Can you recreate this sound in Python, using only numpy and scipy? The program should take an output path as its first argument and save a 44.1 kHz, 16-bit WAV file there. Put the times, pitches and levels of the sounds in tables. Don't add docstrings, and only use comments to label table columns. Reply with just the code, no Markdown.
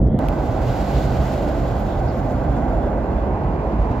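import sys
import numpy as np
from scipy import signal
from scipy.fft import rfft, irfft
from scipy.io import wavfile
from scipy.ndimage import uniform_filter1d, map_coordinates

SR = 44100
rng = np.random.default_rng(int(sys.argv[2]) if len(sys.argv) > 2 else 0)


def dump(signal):
    limited = np.clip(np.atleast_2d(signal).T, -1, 1)
    pcm = np.round(limited * 32767).astype(np.int16)
    wavfile.write(sys.argv[1], SR, pcm)


N = 176400
TIME, HZ = np.arange(N) / SR, np.fft.rfftfreq(N, 1 / SR)
NEAR_FROM_S = 0.19


def amp(db):
    return 10 ** (np.asarray(db) / 20)


def unit_rms(x):
    return x / np.sqrt(np.mean(abs(x) ** 2) + 1e-20)


def over_hz(table, column=1):
    rows = np.array(table, float)
    return np.interp(np.log(HZ + 1), np.log(rows[:, 0] + 1), rows[:, column])


def over_time(table, column=1):
    rows = np.array(table, float)
    return np.interp(TIME, rows[:, 0], rows[:, column])


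def white_spectrum():
    return rng.standard_normal(len(HZ)) + 1j * rng.standard_normal(len(HZ))


def low_pass(x, corner_hz, slope=4):
    return irfft(rfft(x) / (1 + (HZ / corner_hz) ** slope), N)


def wander(rate_hz):
    return unit_rms(irfft(white_spectrum() / (1 + (HZ / rate_hz) ** 4), N))


def pan(balance_db):
    return amp(np.array([[0.5], [-0.5]]) * balance_db)


def stereo_noise(colour_db, coherence, left_lead=0, balance_db=0):
    coherence = np.clip(coherence, 0, 1)
    left = white_spectrum()
    right = (coherence * left + np.sqrt(1 - coherence ** 2) * white_spectrum()) * np.exp(-1j * left_lead)
    return unit_rms(irfft(np.array([left, right]) * amp(colour_db) * pan(balance_db), N))


def burst(centre_s, half_length_s, hz, width_hz, db):
    swell = np.exp(-0.5 * ((TIME - centre_s) / half_length_s) ** 2)
    noise = irfft(white_spectrum() * np.exp(-0.5 * ((HZ - hz) / width_hz) ** 2), N)
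    return amp(db) * unit_rms(noise * swell) * np.sqrt(np.mean(swell ** 2))


# frequency in Hz, relative spectral level in dB.
FAR_SPECTRUM = [(15, -36.5), (25, -23), (50, -8), (90, -6), (230, -13.5), (370, -18.5), (550, -21),
                (660, -21), (850, -35), (1200, -44.5), (1550, -51), (2050, -51.5), (2500, -70.5),
                (3100, -62), (3320, -55.5), (3560, -66.5), (4300, -74), (5000, -90.5), (7000, -82.5),
                (12000, -100)]
# frequency in Hz, coherence from 0 to 1.
FAR_COHERENCE = [(60, 1), (300, .97), (640, 0.9), (1400, 0.71), (3100, 0.15), (9000, 0.51)]


def far_fire(level_db=-18, treble_start_db=-6.5, treble_rise_db_per_s=62):
    colour_db = over_hz(FAR_SPECTRUM) - 10 * np.log10(1 + (HZ / 8000) ** 8)
    noise = amp(level_db) * stereo_noise(colour_db, over_hz(FAR_COHERENCE))
    low = low_pass(noise, corner_hz=1250, slope=6)
    treble_gain = amp(treble_start_db + treble_rise_db_per_s * np.minimum(TIME, NEAR_FROM_S))
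    return low + (noise - low) * treble_gain


# centre and half length in seconds, frequency in Hz, relative level in dB.
FLAME_THROBS = [(.055, 0.07, 59, -16.5), (0.311, .03, 46.4, -20), (0.406, .025, 52, -22),
                (0.614, 0.014, 59.3, -18.5), (0.722, 0.022, 52.7, -22.5), (0.967, .02, 58.6, -17.5),
                (1.077, 0.041, 55, -23.5), (1.219, 0.018, 59, -15), (1.307, .017, 61, -23.5),
                (1.53, 0.015, 59, -22), (1.65, 0.025, 55, -20), (1.766, .027, 60.3, -24),
                (1.99, 0.023, 45, -21), (2.092, 0.028, 60, -26.5), (2.225, 0.021, 60, -28),
                (2.365, 0.019, 56.3, -19), (2.5, 0.019, 59, -18.5), (2.68, .022, 53.6, -19.5),
                (2.77, .018, 52.6, -25), (2.844, 0.018, 60.4, -18.5), (2.972, 0.019, 51.4, -21),
                (3.158, 0.016, 50.6, -18), (3.222, 0.012, 61, -17), (3.363, .018, 52.7, -24),
                (3.47, 0.016, 56, -24), (3.805, 0.035, 52, -17.3), (3.942, 0.022, 61.7, -23.5)]
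# centre and half length in seconds, frequency and width in Hz, level in dB.
FLAME_SURGES = [(0.042, 0.019, 187, 42, -18), (0.145, 0.014, 142, 20, -18), (.15, 0.032, 220, 26, -20),
                (0.223, 0.021, 256, 21, -24), (0.582, 0.041, 129, 10, -23), (.66, .03, 119, 8.4, -21.5),
                (0.847, 0.042, 204, 22, -26.5), (0.954, 0.034, 124, 12, -27.5),
                (1.185, 0.028, 130, 18, -23), (1.71, 0.022, 116, 16, -23.5), (2.072, 0.062, 132, 22, -25.5),
                (2.195, 0.031, 121, 20, -27), (2.52, 0.026, 129, 15, -20.5), (2.735, .035, 647, 65, -27.5),
                (2.893, 0.023, 251, 31, -28), (3.367, 0.15, 805, 110, -34), (3.48, 0.022, 127, 15, -27.5),
                (3.672, 0.036, 626, 150, -29.5), (3.92, 0.024, 112, 16, -26)]
FLAME_BALANCE_DB = -2.5


def flare_ups():
    throbs = sum(burst(centre_s, half_length_s, hz, width_hz=5, db=db - 0.5)
                 for centre_s, half_length_s, hz, db in FLAME_THROBS)
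    surges = sum(burst(*row) for row in FLAME_SURGES)
    return (throbs + surges) * pan(FLAME_BALANCE_DB)


# centre and half length in seconds, frequency and width in Hz,
# level and balance in dB.
TREBLE_RUSTLES = [(0.076, 0.0022, 5400, 800, -60, -4), (0.951, .18, 4300, 550, -53.5, 0),
                  (.96, .014, 3500, 500, -46, 2), (1.8, .019, 12800, 1700, -60, -9),
                  (1.92, .03, 3500, 350, -51.5, -3), (2.093, .018, 4700, 700, -51.5, 1),
                  (2.175, .008, 13000, 1800, -61, -6), (2.306, .025, 6440, 1400, -60, -4),
                  (2.32, .025, 12500, 1800, -66, -7), (2.45, .004, 3300, 500, -61, 0),
                  (2.554, .05, 3450, 60, -60, -1), (2.57, .015, 6900, 1500, -64, -4),
                  (2.846, .03, 3450, 60, -59, 2), (2.995, .004, 3550, 500, -62, -2),
                  (3.19, 0.041, 3430, 80, -63, 0), (3.403, .004, 3250, 450, -63, 0),
                  (3.727, 0.0061, 3700, 800, -58, 3)]


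def rustles():
    return sum(pan(balance_db) * np.array([burst(*shape), burst(*shape)])
               for *shape, balance_db in TREBLE_RUSTLES)


def turn_angle(start_s=2.824, length_s=0.66):
    return np.clip((TIME - start_s) / length_s, 0, 1) * np.pi / 2


# frequency in Hz, relative spectral level in dB.
FACED_SPECTRUM = [(53, -32), (90, -8.5), (124, -3.5), (141, -10), (163, -8), (262, -8.5), (460, -14.5),
                  (501, -11.5), (664, -10), (957, -19.5), (1290, -28), (1500, -27.5), (1750, -36.5),
                  (2050, -37.5), (2600, -45), (3380, -54.5), (5720, -120)]
TURNED_SPECTRUM = [(53, -33), (90, -1), (215, -3.5), (259, -6), (285, -7.5), (373, -6), (545, -10.5),
                   (593, -8), (820, -12.5), (1040, -15.5), (1400, -25.5), (1990, -34), (2600, -37.5),
                   (3380, -50), (5720, -120)]
# frequency in Hz, coherence, left lead in radians, balance in dB.
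FACED_STEREO = [(90, .998, -0.55, -3), (239, 1, 0.13, -3.5), (367, 0.98, 0.69, -5), (445, 0.64, 0.45, 1.5),
                (542, 1, -0.25, 3), (687, 0.86, 0.44, -4), (837, 0.86, 0.47, -12.5),
                (840, 0.56, 0.83, -4.5), (970, 0.81, 1.3, -4.5), (1240, 0.7, -0.64, 0.5),
                (1690, 0.54, 0.64, -6), (2030, 0.47, -.5, -1), (2500, 0.51, -0.79, 2)]
TURNED_STEREO = [(90, 0.94, 0.037, 0), (253, 1, 0.039, -4.5), (480, 0.85, 0.92, -2),
                 (700, 0.97, -0.53, 1.5), (840, 0.99, 0.64, -7.5), (1100, 0.87, 1.3, -5),
                 (1400, 0.47, 1.8, 1), (1600, .25, 1.6, -6), (2010, 0.49, -1.4, -2), (2500, .75, -1.1, -5)]
# frequency and width in Hz, boost in dB.
ROAR_RESONANCES = [(218, 27, 0.5), (1550, 110, 2.5), (2013, 53, 7), (3500, 250, 1)]


def roar(level_db=-22.5, low_hz=86, top_hz=2800, fall_db_per_octave=18):
    treble_loss_db = fall_db_per_octave * np.log2(np.maximum(HZ / top_hz, 1))
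    bass_loss_db = 10 * np.log10(1 + (low_hz / (HZ + 1)) ** 8)
    peaks_db = sum(db / (1 + (2 * (HZ - hz) / width) ** 2) for hz, width, db in ROAR_RESONANCES)
    views = []
    for spectrum, stereo in (FACED_SPECTRUM, FACED_STEREO), (TURNED_SPECTRUM, TURNED_STEREO):
        colour_db = over_hz(spectrum) - treble_loss_db - bass_loss_db + peaks_db
        views.append(stereo_noise(colour_db, over_hz(stereo), over_hz(stereo, 2), over_hz(stereo, 3)))
    faced, turned = views
    angle = turn_angle()
    return amp(level_db) * (np.cos(angle) * faced + np.sin(angle) * turned)


# time in seconds, gain in dB.
ROAR_GAIN = [(.2, 2), (.4, 0), (.9, 0.66), (1.3, 0.5), (1.8, -0.3), (2.3, -0.3), (2.7, 0.64), (3.2, -0.1),
             (3.5, -0.3), (4, 0.1)]


def roar_flutter(depth_db=0.36):
    return amp(over_time(ROAR_GAIN) + depth_db * wander(rate_hz=25))


# frequency in Hz, relative spectral level in dB.
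RUMBLE_SPECTRUM = [(15, -43), (25, -29), (32, -20), (40, -2.5), (50, 0.5), (62, -5.5), (75, -4), (95, -13),
                   (140, -48), (300, -100)]


def rumble(level_db=-25, steadiness=0.65):
    wave = irfft(white_spectrum() * amp(over_hz(RUMBLE_SPECTRUM)), N)
    envelope = np.sqrt(uniform_filter1d(abs(signal.hilbert(wave)) ** 2, size=3000))
    return amp(level_db) * unit_rms(wave / envelope ** steadiness) * pan(FLAME_BALANCE_DB)


# frequency in Hz, relative spectral level in dB.
SPRAY_SPECTRUM = [(500, -20.5), (1500, 4), (2800, 2.5), (3600, 0.5), (4700, -1.5), (5500, -5.5), (6400, -6),
                  (7300, -5), (8000, -12), (8600, -29), (9700, -17.5), (11500, -10.5), (13500, -14),
                  (15800, -14.5)]
# frequency in Hz, coherence from 0 to 1.
SPRAY_COHERENCE = [(2000, 0.86), (3300, 0.73), (4700, 0.51), (7000, 0.43), (15000, .15)]


def tyre_spray(drops_per_s=500, drops_db=-12):
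    colour_db = over_hz(SPRAY_SPECTRUM)
    wash = stereo_noise(colour_db, over_hz(SPRAY_COHERENCE))
    hits = rng.random(N) < drops_per_s / SR
    sizes = amp(-2.5 * np.minimum(rng.exponential(1, N), 5))
    impulses = hits * sizes * rng.standard_normal((2, N))
    drops = unit_rms(irfft(rfft(impulses) * amp(colour_db), N))
    return wash + amp(drops_db) * drops


# nearest moment in seconds, level then in dB, crossing time scale in seconds.
VEHICLE_PASSES = [(.92, -42, 2.3), (4.25, -51.5, 1.4)]
APPROACH_S, LEAVE_S = 0.27, 0.49
PORT_DELAY_S, SPRAY_LAG_S = 0.000085, 0.084


def passing_hiss(nearest_s, db, crossing_s, flicker_db=1.12):
    left, right = tyre_spray()
    age = TIME - nearest_s
    delay_samples = PORT_DELAY_S * SR * np.tanh((age - SPRAY_LAG_S) / crossing_s)
    right = map_coordinates(right, [np.arange(N) - delay_samples], order=5, mode="nearest")
    relative_distance = np.hypot(1, age / np.where(age < 0, APPROACH_S, LEAVE_S))
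    return np.array([left, right]) * amp(db + flicker_db * wander(rate_hz=24)) / relative_distance


def off_axis(sound, treble_db=-5.5):
    low = low_pass(sound, corner_hz=7500)
    return low + (sound - low) * amp(treble_db * np.sin(turn_angle()))


# time in seconds, frequency in Hz, level in dB.
ENGINE_NOTE = [(.2, 138, -31.5), (.55, 133, -31.5), (.84, 132, -40), (.95, 133, -24.5), (1.25, 132, -32),
               (1.55, 128, -36.5), (2.1, 130, -35), (2.45, 125, -29.5), (3, 122, -59)]


def engine_drone(waver_hz=3, throb_db=3.5):
    cycles = np.cumsum(over_time(ENGINE_NOTE) + waver_hz * wander(rate_hz=7.5)) / SR
    tone = np.sin(2 * np.pi * cycles) * amp(throb_db * wander(rate_hz=9.9))
    return unit_rms(tone) * amp(over_time(ENGINE_NOTE, column=2)) * pan(balance_db=-3)


# time in seconds, crack level in dB,
# balance in dB, snap level in dB.
TICK_EVENTS = [(0.1906, -31.5, 4, -58), (0.2866, -29, -8.5, -37)]
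# frequency in Hz, relative spectral level in dB.
CRACK_SPECTRUM = [(500, -6), (1800, -1), (2900, 4), (3700, 1), (5000, -3), (7000, -6), (9000, -9),
                  (11800, -7), (15800, -10)]


def ticks(decay_s=0.00053):
    out = np.zeros((2, N))
    for centre_s, crack_db, balance_db, snap_db in TICK_EVENTS:
        envelope = amp(crack_db) * np.exp(-abs(TIME - centre_s) / decay_s)
        crack = envelope * stereo_noise(over_hz(CRACK_SPECTRUM), coherence=0.33)
        snap = burst(centre_s, half_length_s=0.0006, hz=3150, width_hz=600, db=snap_db)
        out += pan(balance_db) * (crack + snap)
    return out


def scene(crossfade_s=0.0012):
    near = roar() * roar_flutter() + rumble()
    near += off_axis(sum(passing_hiss(*row) for row in VEHICLE_PASSES)) + engine_drone()
    near_share = np.clip((TIME - NEAR_FROM_S) / crossfade_s + 0.5, 0, 1)
    return (1 - near_share) * far_fire() + near_share * near + flare_ups() + ticks() + rustles()


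def record(dry, edge_hz=15800, fade_s=0.002):
    fades = np.clip(np.minimum(TIME, TIME[-1] - TIME) / fade_s, 0, 1)
    kernel = signal.firwin(511, edge_hz, window=("kaiser", 9), fs=SR)
    return signal.oaconvolve(dry * fades, kernel[None], "same")


dry = scene()
out = record(dry)
dump(out)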